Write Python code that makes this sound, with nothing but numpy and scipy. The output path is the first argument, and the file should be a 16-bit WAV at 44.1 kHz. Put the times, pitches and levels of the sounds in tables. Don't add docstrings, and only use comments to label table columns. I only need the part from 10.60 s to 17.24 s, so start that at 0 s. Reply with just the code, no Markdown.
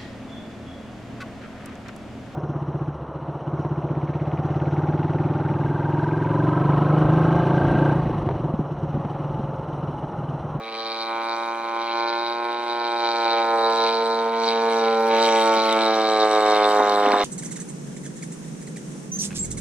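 import sys
import numpy as np
from scipy import signal
from scipy.fft import rfft, irfft
from scipy.io import wavfile
from scipy.ndimage import uniform_filter1d

SR = 44100
rng = np.random.default_rng(int(sys.argv[2]) if len(sys.argv) > 2 else 0)


def store_wav(level_fs):
    pcm = np.round(np.clip(np.atleast_2d(level_fs), -1, 1) * 32767)
    wavfile.write(sys.argv[1], SR, pcm.T.astype(np.int16))


N = 292823

# start_s, firing_rate_hz, straight_path_db, ground_path_db
FLIGHT = [(0.0, 112.7, -39, -33.4), (0.2, 113.3, -38, -33.8), (0.55, 114.3, -27.4, -31.6),
          (0.9, 115.2, -28.4, -34.2), (1.14, 115.0, -27.7, -33.9), (1.5, 116.3, -25.8, -33),
          (1.98, 118.2, -29.5, -34.6), (2.39, 117.2, -25.8, -31.5), (2.7, 115.4, -23.5, -27),
          (3.08, 113.9, -27, -22.5), (3.5, 113.9, -30.0, -25.9), (3.78, 114.0, -27.2, -27.2),
          (4.06, 114.1, -23.7, -25.6), (4.4, 113.1, -26.8, -24), (4.63, 113.4, -23.0, -21.6),
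          (4.93, 111.7, -21.0, -20.0), (5.06, 111.0, -24.0, -22.6), (5.24, 111.1, -23.1, -20.6),
          (5.6, 107.8, -31.5, -18.3), (5.94, 105.7, -27.0, -16.2), (6.3, 103.2, -31, -17.4),
          (6.55, 102.2, -31, -18), (6.64, 102.0, -34, -22)]
# order, towards_camera_db, towards_ground_db
EXHAUST_ORDERS = [(3, -13, -19.5), (4, -10, -5), (5, -14, -8), (6, -12.5, -13), (7, -8, -7), (8, -5, -11),
                  (9, -8.5, -16), (10, -21, -15), (11, -25, -13.5), (12, -12, -17), (13, -13, -30),
                  (14, -31, -21), (15, -21, -21), (16, -39, -25), (17, -31, -28), (18, -28, -31),
                  (19, -24.5, -34), (20, -19, -38), (21, -17, -34), (22, -28, -36)]
# start_s, extra_travel_ms
GROUND_DELAY = [(0, 3.8), (1.16, 3.72), (1.5, 3.51), (1.8, 3.73), (2.7, 3.79), (4.2, 4.62), (4.55, 5.28),
                (5.06, 5.6), (5.47, 6.13), (6.64, 6.19)]
# start_s, low_orders_db, top_orders_db (both beside the rest)
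NOTE_BALANCE = [(0, -4, .6), (1.2, -.5, .6), (2, 3, .6), (2.6, 3, -.6), (3.1, 3, -4), (4.8, 2.5, -5),
                (5.6, 0, -1.5), (6.3, -4, .6), (6.64, -3, .6)]
WANDERING_ORDERS = (3, 4, 7, 9, 10, 11)
# start_s, then one level_db for each wandering order
ORDER_SWELLS = [(0, 4, 3, -2.2, -3, 5, 1), (.7, .8, -1, -2.5, .2, 4.5, 4), (1.2, 2.2, 1, -1.2, 4, 4, 3),
                (1.65, 3, 1, -1.5, 2.2, -4, 1), (2.1, 3, -3, .2, .2, -5, 0), (2.5, .2, -1, .8, -3, -8, 3),
                (2.8, -2.2, -2, .2, -3, -5, 1), (3.1, -2.2, 0, .8, 4, 2.2, 0), (3.4, -2.2, 2, .2, 3, -7, 0),
                (3.75, -5, 0, 6, 4, -4.5, 2), (4, -6, 0, -.8, 1.2, -1.2, -4), (4.3, 3, 1, .2, .2, .2, -2),
                (4.6, 1.2, -1, -2.2, -9, -2.2, -3), (5, 2.2, -3, .8, -5, 4, -4),
                (5.5, 3, -1, 1.8, -7, .8, 3), (6.1, 2.2, -1, 2.2, .2, 3, -1), (6.64, 5, 0, 4, 3, 3, -5)]
# start_s, shaft_turn_db, two_blade_propeller_beat_db
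HUMS = [(0.0, -70, -51), (1.0, -73, -51), (2.35, -77, -50), (3.86, -82, -36), (4.55, -65, -33),
        (4.99, -65, -36), (5.2, -61, -34), (5.73, -61, -46), (6.5, -65, -41), (6.64, -66, -44)]
# pitch_hz (before PASSING), width_hz, level_db, snap_share (0-1, before PASSING)
RESONANCES = [(2370, 210, -5, .68), (3200, 300, -10, .5), (3930, 190, 1, .72), (4250, 380, -2, .62),
              (5560, 350, -21, .45), (8150, 550, -18, .65)]
# start_s, resonance_pitch_factor, broad_hiss_db (beside the resonances), snap_factor
PASSING = [(0, 1., -7, 1.), (2.2, 1., -6, 1.), (3.3, .995, -4, .9), (4.6, .985, 0, .7), (5.5, .96, -.6, .7),
           (6.64, .93, .8, .65)]
# pitch_hz, level_db (per Hz)
TREBLE_COLOUR = [(1500, -35), (2000, -12), (2700, -12), (3500, -14), (4700, -20), (5600, -21), (6300, -31),
                 (10000, -48), (12500, -39), (14200, -43), (15500, -65)]
# low_edge_hz, high_edge_hz
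TREBLE_EDGES = [(1950, 3450), (3450, 5500), (5500, 7200), (7200, 9000), (9000, 15700)]
# offset_db (beside its level), flicker_db, shared_by_ports (0-1)
TREBLE_BANDS = [(-.5, 2., .95), (.3, 1., .87), (-.6, 2., .75), (0, 3., .6), (.5, 4., .4)]
# start_s, level_db (before the band's offset)
SILENCER_LEVEL = [(0.0, -48), (0.02, -43), (0.61, -40), (0.79, -46), (1.35, -40), (2.18, -42), (2.77, -36),
                  (2.94, -45), (3.29, -36), (3.53, -48), (3.88, -39), (4.33, -38), (4.4, -51), (4.59, -33),
                  (5.73, -40), (5.95, -38), (6.21, -42), (6.64, -38)]
# start_s, level_db (before the band's offset)
INTAKE_LEVEL = [(0.0, -57), (0.2, -38), (0.43, -37), (0.57, -54), (0.72, -41), (0.96, -54), (1.14, -53),
                (1.27, -42), (1.72, -41), (1.81, -50), (2.11, -42), (2.7, -36), (2.92, -45), (3.23, -30),
                (3.75, -48), (3.88, -33), (4.0, -45), (4.2, -40), (4.46, -45), (4.66, -30), (4.68, -39),
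                (4.92, -38), (4.97, -33), (5.2, -41), (5.21, -33), (5.44, -39), (5.46, -34), (5.59, -38),
                (5.6, -27), (5.66, -41), (5.94, -36), (6.18, -39), (6.21, -47), (6.32, -40), (6.64, -41)]
# start_s, low_db, middle_db, high_db (before the bands' offsets)
FIZZ_LEVELS = [(0.0, -69, -75, -74), (0.18, -62, -73, -70), (1.63, -60, -72, -72), (1.85, -66, -73, -70),
               (2.59, -55, -65, -73), (3.09, -61, -65, -71), (3.12, -51, -58, -69), (3.75, -63, -67, -72),
               (3.85, -49, -56, -69), (3.98, -58, -67, -71), (4.18, -51, -55, -66), (4.25, -56, -66, -72),
               (4.56, -53, -59, -59), (4.62, -44, -50, -55), (5.15, -50, -55, -56), (5.45, -53, -59, -72),
               (5.95, -49, -48, -63), (6.03, -57, -56, -70), (6.1, -50, -45, -55), (6.18, -53, -56, -59),
               (6.6, -53, -56, -69), (6.64, -48, -56, -59)]
# pitch_hz, left_lead_rad
PORT_PHASE = [(0, 0), (690, -.3), (1120, -1.1), (1550, .8), (2840, -.9), (3650, -1.4), (4480, -2.),
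              (15300, -2.2)]
# pitch_hz, left_minus_right_db
PORT_BALANCE = [(60, -0.5), (120, 0.0), (240, 0), (480, -1), (950, -2), (1890, 0.5), (3770, 1),
                (7520, -5.5), (15000, -1)]
# start_s, level_db
RUSTLE_LEVEL = [(5.95, -70), (6.08, -46), (6.2, -30), (6.25, -33), (6.45, -33), (6.54, -25), (6.64, -31)]
# pitch_hz, level_db (per Hz)
RUSTLE_COLOUR = [(120, -29.5), (250, -2), (900, -2.5), (1700, -4.5), (3000, -27), (6000, -45.5)]
# start_s, peak_db, ring_hz
TAPS = [(4.97, -33, 220), (6.09, -27, 300), (6.2, -23, 300), (6.205, -9, 850), (6.295, -16, 1050),
        (6.465, -24, 280), (6.197, -16, 800), (6.5195, -13, 2200), (6.536, -17, 320), (6.542, -7, 900)]
# start_s, peak_db, ring_hz, swell_cycles, shell_db (beside the peak)
TICKS = [(2.7304, -42, 6560, .7, -8), (2.8654, -42, 6530, .7, -8), (3.0124, -43, 7110, .7, -8),
         (3.1023, -36, 7660, .7, -12), (5.1262, -19, 3700, 2.5, -8), (5.1316, -23, 3600, 3.5, -14),
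         (6.2965, -21, 4300, 1.2, -13), (6.36, -27, 3800, 1.2, -10), (6.4625, -21, 2800, 1.5, -30),
         (6.5195, -22, 4600, 1.2, -25)]
# pitch_hz, level_db (beside the tick's shell level)
SHELL_MODES = [(6200, -4), (7800, -4), (9600, -6), (13000, -16)]
# pitch_hz, level_db (per Hz)
HISS_COLOUR = [(30, -28), (90, -24), (170, -12.5), (300, -4.5), (800, -3), (1500, -12), (4000, -17.5),
               (8000, -41), (13800, -46), (15500, -70)]
# start_s, level_db (before an 11 dB lift)
WIND_LEVEL = [(0.0, -75), (0.45, -73), (1.8, -80), (2.9, -95), (3.5, -93), (4.9, -85), (5.1, -78),
              (5.85, -80), (6.3, -86), (6.64, -82)]


def aeroplane():
    firing_hz, straight_db, ground_db = curves(FLIGHT)
    turns = 2 + np.cumsum(firing_hz) / SR
    luck = rng.standard_normal((int(turns[-1]) + 2, 2))
    _, forward_db, downward_db = np.transpose(EXHAUST_ORDERS)
    lag_ms = curves(GROUND_DELAY)[0] + .04 * np.log(lumpy(.06, 8.))
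    late_turns = turns - firing_hz * lag_ms / 1000
    straight = lumpy(.05, .8) * gain_of(straight_db) * exhaust(turns, forward_db, luck)
    bounced = lumpy(.04, .9) * gain_of(ground_db) * exhaust(late_turns, downward_db, luck)
    straight, bounced = voiced(straight, turns), voiced(bounced, turns)
    distance_gain = np.hypot(gain_of(straight_db), gain_of(ground_db))
    direct = straight + hums(turns) + roar(distance_gain)
    return ports(direct) + ports(bounced, spread=.8) + rasp(turns, late_turns)


def exhaust(turns, order_db, luck, uneven_db=.8, jitter_turns=.002):
    order = np.transpose(EXHAUST_ORDERS)[0].astype(int)
    outer_db = np.r_[order_db[0] - 30, order_db, order_db[-1] - 20]
    level_db = np.interp(np.arange(129), np.r_[0, order, 128], outer_db)
    lines = np.zeros(513, complex)
    lines[order] = causal(level_db)[order]
    pulse = -1024 / np.sqrt(2) * irfft(lines)
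    size, shift = (np.interp(turns - .25, np.arange(len(luck)), column) for column in luck.T)
    angle = (turns + jitter_turns * shift) % 1
    return gain_of(uneven_db * size) * np.interp(angle, np.arange(1024) / 1024, pulse, period=1)


def voiced(note, turns, bass_hz=620, top_hz=1800):
    filters = [signal.butter(2, bass_hz, fs=SR), signal.butter(3, top_hz, "highpass", fs=SR)]
    out = note.copy()
    for db, taps in zip(curves(NOTE_BALANCE), filters):
        out += (gain_of(db) - 1) * signal.filtfilt(*taps, note)
    for order, db in zip(WANDERING_ORDERS, curves(ORDER_SWELLS)):
        spin = np.exp(2j * np.pi * order * turns)
        alone = signal.oaconvolve(out / spin, np.hanning(1201) / 600, "same")
        out = out + (gain_of(db) - 1) * 2 * (alone * spin).real
    return out


def hums(turns):
    levels = enumerate(curves(HUMS), start=1)
    return sum(np.sqrt(2) * gain_of(db) * np.sin(2 * np.pi * order * turns) for order, db in levels)


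def roar(distance_gain):
    colour = [(150, -35), (300, -4.5), (900, 1.5), (2000, -12), (5000, -35)]  # pitch_hz, level_db per Hz
    return gain_of(-20.5) * distance_gain * coloured(rng.standard_normal(N), colour)


def rasp(turns, late_turns):
    snap, gate = firing_bursts(turns, late_turns)
    treble_db = curves(SILENCER_LEVEL) + curves(INTAKE_LEVEL) + curves(FIZZ_LEVELS)
    levels = [gain_of(level_db + offset_db) * lumpy(.04, flicker_db)
              for level_db, (offset_db, flicker_db, _) in zip(treble_db, TREBLE_BANDS)]
    pitch_factor, broad_db, snap_factor = curves(PASSING)
    swells = [lumpy(.02, 2.) for _ in RESONANCES]
    drifts = [pitch_factor * lumpy(.1, .08) for _ in RESONANCES]

    def piped(snap, puff, shares):
        rung = np.zeros(N)
        for swell, drift, (hz, width_hz, db, share) in zip(swells, drifts, RESONANCES):
            crisp = share * snap_factor
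            blown = crisp * snap + (1 - crisp) * puff
            narrow = resonate(blown, hz * drift, width_hz)
            rung += gain_of(db) * swell * resonate(narrow, hz * drift, 3 * width_hz)
        broad = .25 * snap + puff + gate * rng.standard_normal(N)
        sound = gain_of(broad_db) * coloured(broad, TREBLE_COLOUR) + rung
        return sum(part * level * band(sound, *edges)
                   for part, level, edges in zip(shares, levels, TREBLE_EDGES))

    shared, left, right = gate * rng.standard_normal((3, N))
    same = np.clip(np.transpose(TREBLE_BANDS)[2], 0, 1)
    apart = np.sqrt(1 - same ** 2)
    scattered = np.array([piped(left, left, apart), piped(right, right, apart)])
    return ports(piped(snap, shared, same)) + scattered


def firing_bursts(turns, late_turns, echo=.25, puff_turns=.25, steady=.38, snap_db=1.7, puff_db=2.2):
    firing = turns.astype(int)
    luck = rng.standard_normal((firing[-1] + 1, 2))[firing].T
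    size = gain_of(snap_db * luck[0])
    clicks = snaps(turns, size) + echo * snaps(late_turns, size)
    snap = evened(signal.lfilter(*signal.butter(2, 4500, fs=SR), clicks))
    puff = gain_of(puff_db * luck[1]) * np.exp(-(turns % 1) / puff_turns)
    late_puff = echo * np.exp(-(late_turns % 1) / puff_turns)
    return snap, evened(steady + puff + late_puff)


def snaps(turns, size):
    at = np.flatnonzero(np.diff(np.floor(turns))) + 1
    past = (turns[at] % 1) / (turns[at] - turns[at - 1])
    out = np.zeros(N)
    out[at], out[at - 1] = (1 - past) * size[at], past * size[at]
    return evened(out)


def resonate(x, hz, width_hz):
    spin = np.exp(2j * np.pi * np.cumsum(hz) / SR)
    r = np.exp(-np.pi * width_hz / SR)
    return evened((spin * signal.lfilter([1 - r], [1, -r], x / spin)).real)


def ports(x, spread=1):
    hz = np.fft.rfftfreq(N, 1 / SR)
    phase = spread * np.interp(hz, *np.transpose(PORT_PHASE))
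    half = gain_of(read(PORT_BALANCE, hz) / 2) * np.exp(.5j * phase)
    return irfft(rfft(x) * np.array([half, 1 / half]) / abs(half + 1 / half) * 2, N)


def handling():
    grains = rng.standard_normal(N) * lumpy(.006, 2.5)
    rustle = coloured(grains, RUSTLE_COLOUR) * gain_of(curves(RUSTLE_LEVEL)[0])
    body = rustle + sum(ring(s, db, hz, .8) for s, db, hz in TAPS)
    body = signal.sosfilt(signal.butter(2, 150, "highpass", fs=SR, output="sos"), body)
    return ports(body + sum(tick(*row) for row in TICKS))


def tick(s, db, hz, cycles, shell_db, shell_s=.0004):
    shell = sum(ring(s, db + shell_db + mode_db, mode_hz, shell_s * mode_hz)
                for mode_hz, mode_db in SHELL_MODES)
    return ring(s, db, hz, cycles) + shell


def ring(s, db, hz, cycles):
    first = int(s * SR)
    age_s = np.clip(np.arange(first, min(first + SR // 10, N)) / SR - s, 0, None)
    u = age_s * hz / cycles
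    tone = gain_of(db) * np.e * u * np.exp(-u) * np.sin(2 * np.pi * cycles * u)
    return np.r_[np.zeros(first), tone, np.zeros(N - first - len(u))]


def background():
    noise = rng.standard_normal((2, N))
    hiss = gain_of(-48) * coloured(noise + .8 * noise[::-1], HISS_COLOUR) * lumpy(.1, 1.)
    gusts = rng.standard_normal((2, N))
    # pitch_hz, level_db per Hz
    rumble_colour = [(20, 2), (60, -1), (130, -1.5), (200, -1.5), (320, -26.5), (1000, -62)]
    rumble = coloured(gusts + .15 * gusts[::-1], rumble_colour)
    return hiss + gain_of(curves(WIND_LEVEL)[0] + 11) * rumble * lumpy(.04, 3.)


def gain_of(db):
    return 10 ** (np.asarray(db) / 20)


def evened(x):
    return x / np.sqrt(np.mean(x ** 2) + 1e-20)


def read(points, hz):
    f, value = np.transpose(points)
    return np.interp(np.log(hz + 1), np.log(f + 1), value)


def curves(rows):
    s, *columns = np.transpose(rows)
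    return [np.interp(np.arange(N) / SR, s, column) for column in columns]


def causal(db):
    log_gain = np.log(gain_of(db))
    mirrored = np.r_[log_gain, log_gain[-2:0:-1]]
    return np.exp(log_gain - 1j * signal.hilbert(mirrored).imag[:len(db)])


def coloured(x, points):
    taps = irfft(causal(read(points, np.fft.rfftfreq(2048, 1 / SR))))
    return evened(signal.oaconvolve(x, taps[None] if x.ndim > 1 else taps)[..., :N])


def band(x, lo_hz, hi_hz):
    sos = signal.butter(4, [lo_hz, hi_hz], "bandpass", fs=SR, output="sos")
    return evened(signal.sosfilt(sos, x))


def lumpy(span_s, depth_db):
    span = int(span_s * SR)
    wander = uniform_filter1d(uniform_filter1d(rng.standard_normal(N), span), span)
    return gain_of(depth_db * evened(wander))


def scene():
    return aeroplane() + handling() + background()


def record(dry):
    cut = signal.sosfilt(signal.butter(2, 110, "highpass", fs=SR, output="sos"), dry)
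    limit = signal.firwin(2047, 15700, window=("kaiser", 9), fs=SR)
    return signal.oaconvolve(cut, limit[None], "same")


dry = scene()
out = record(dry)
store_wav(out)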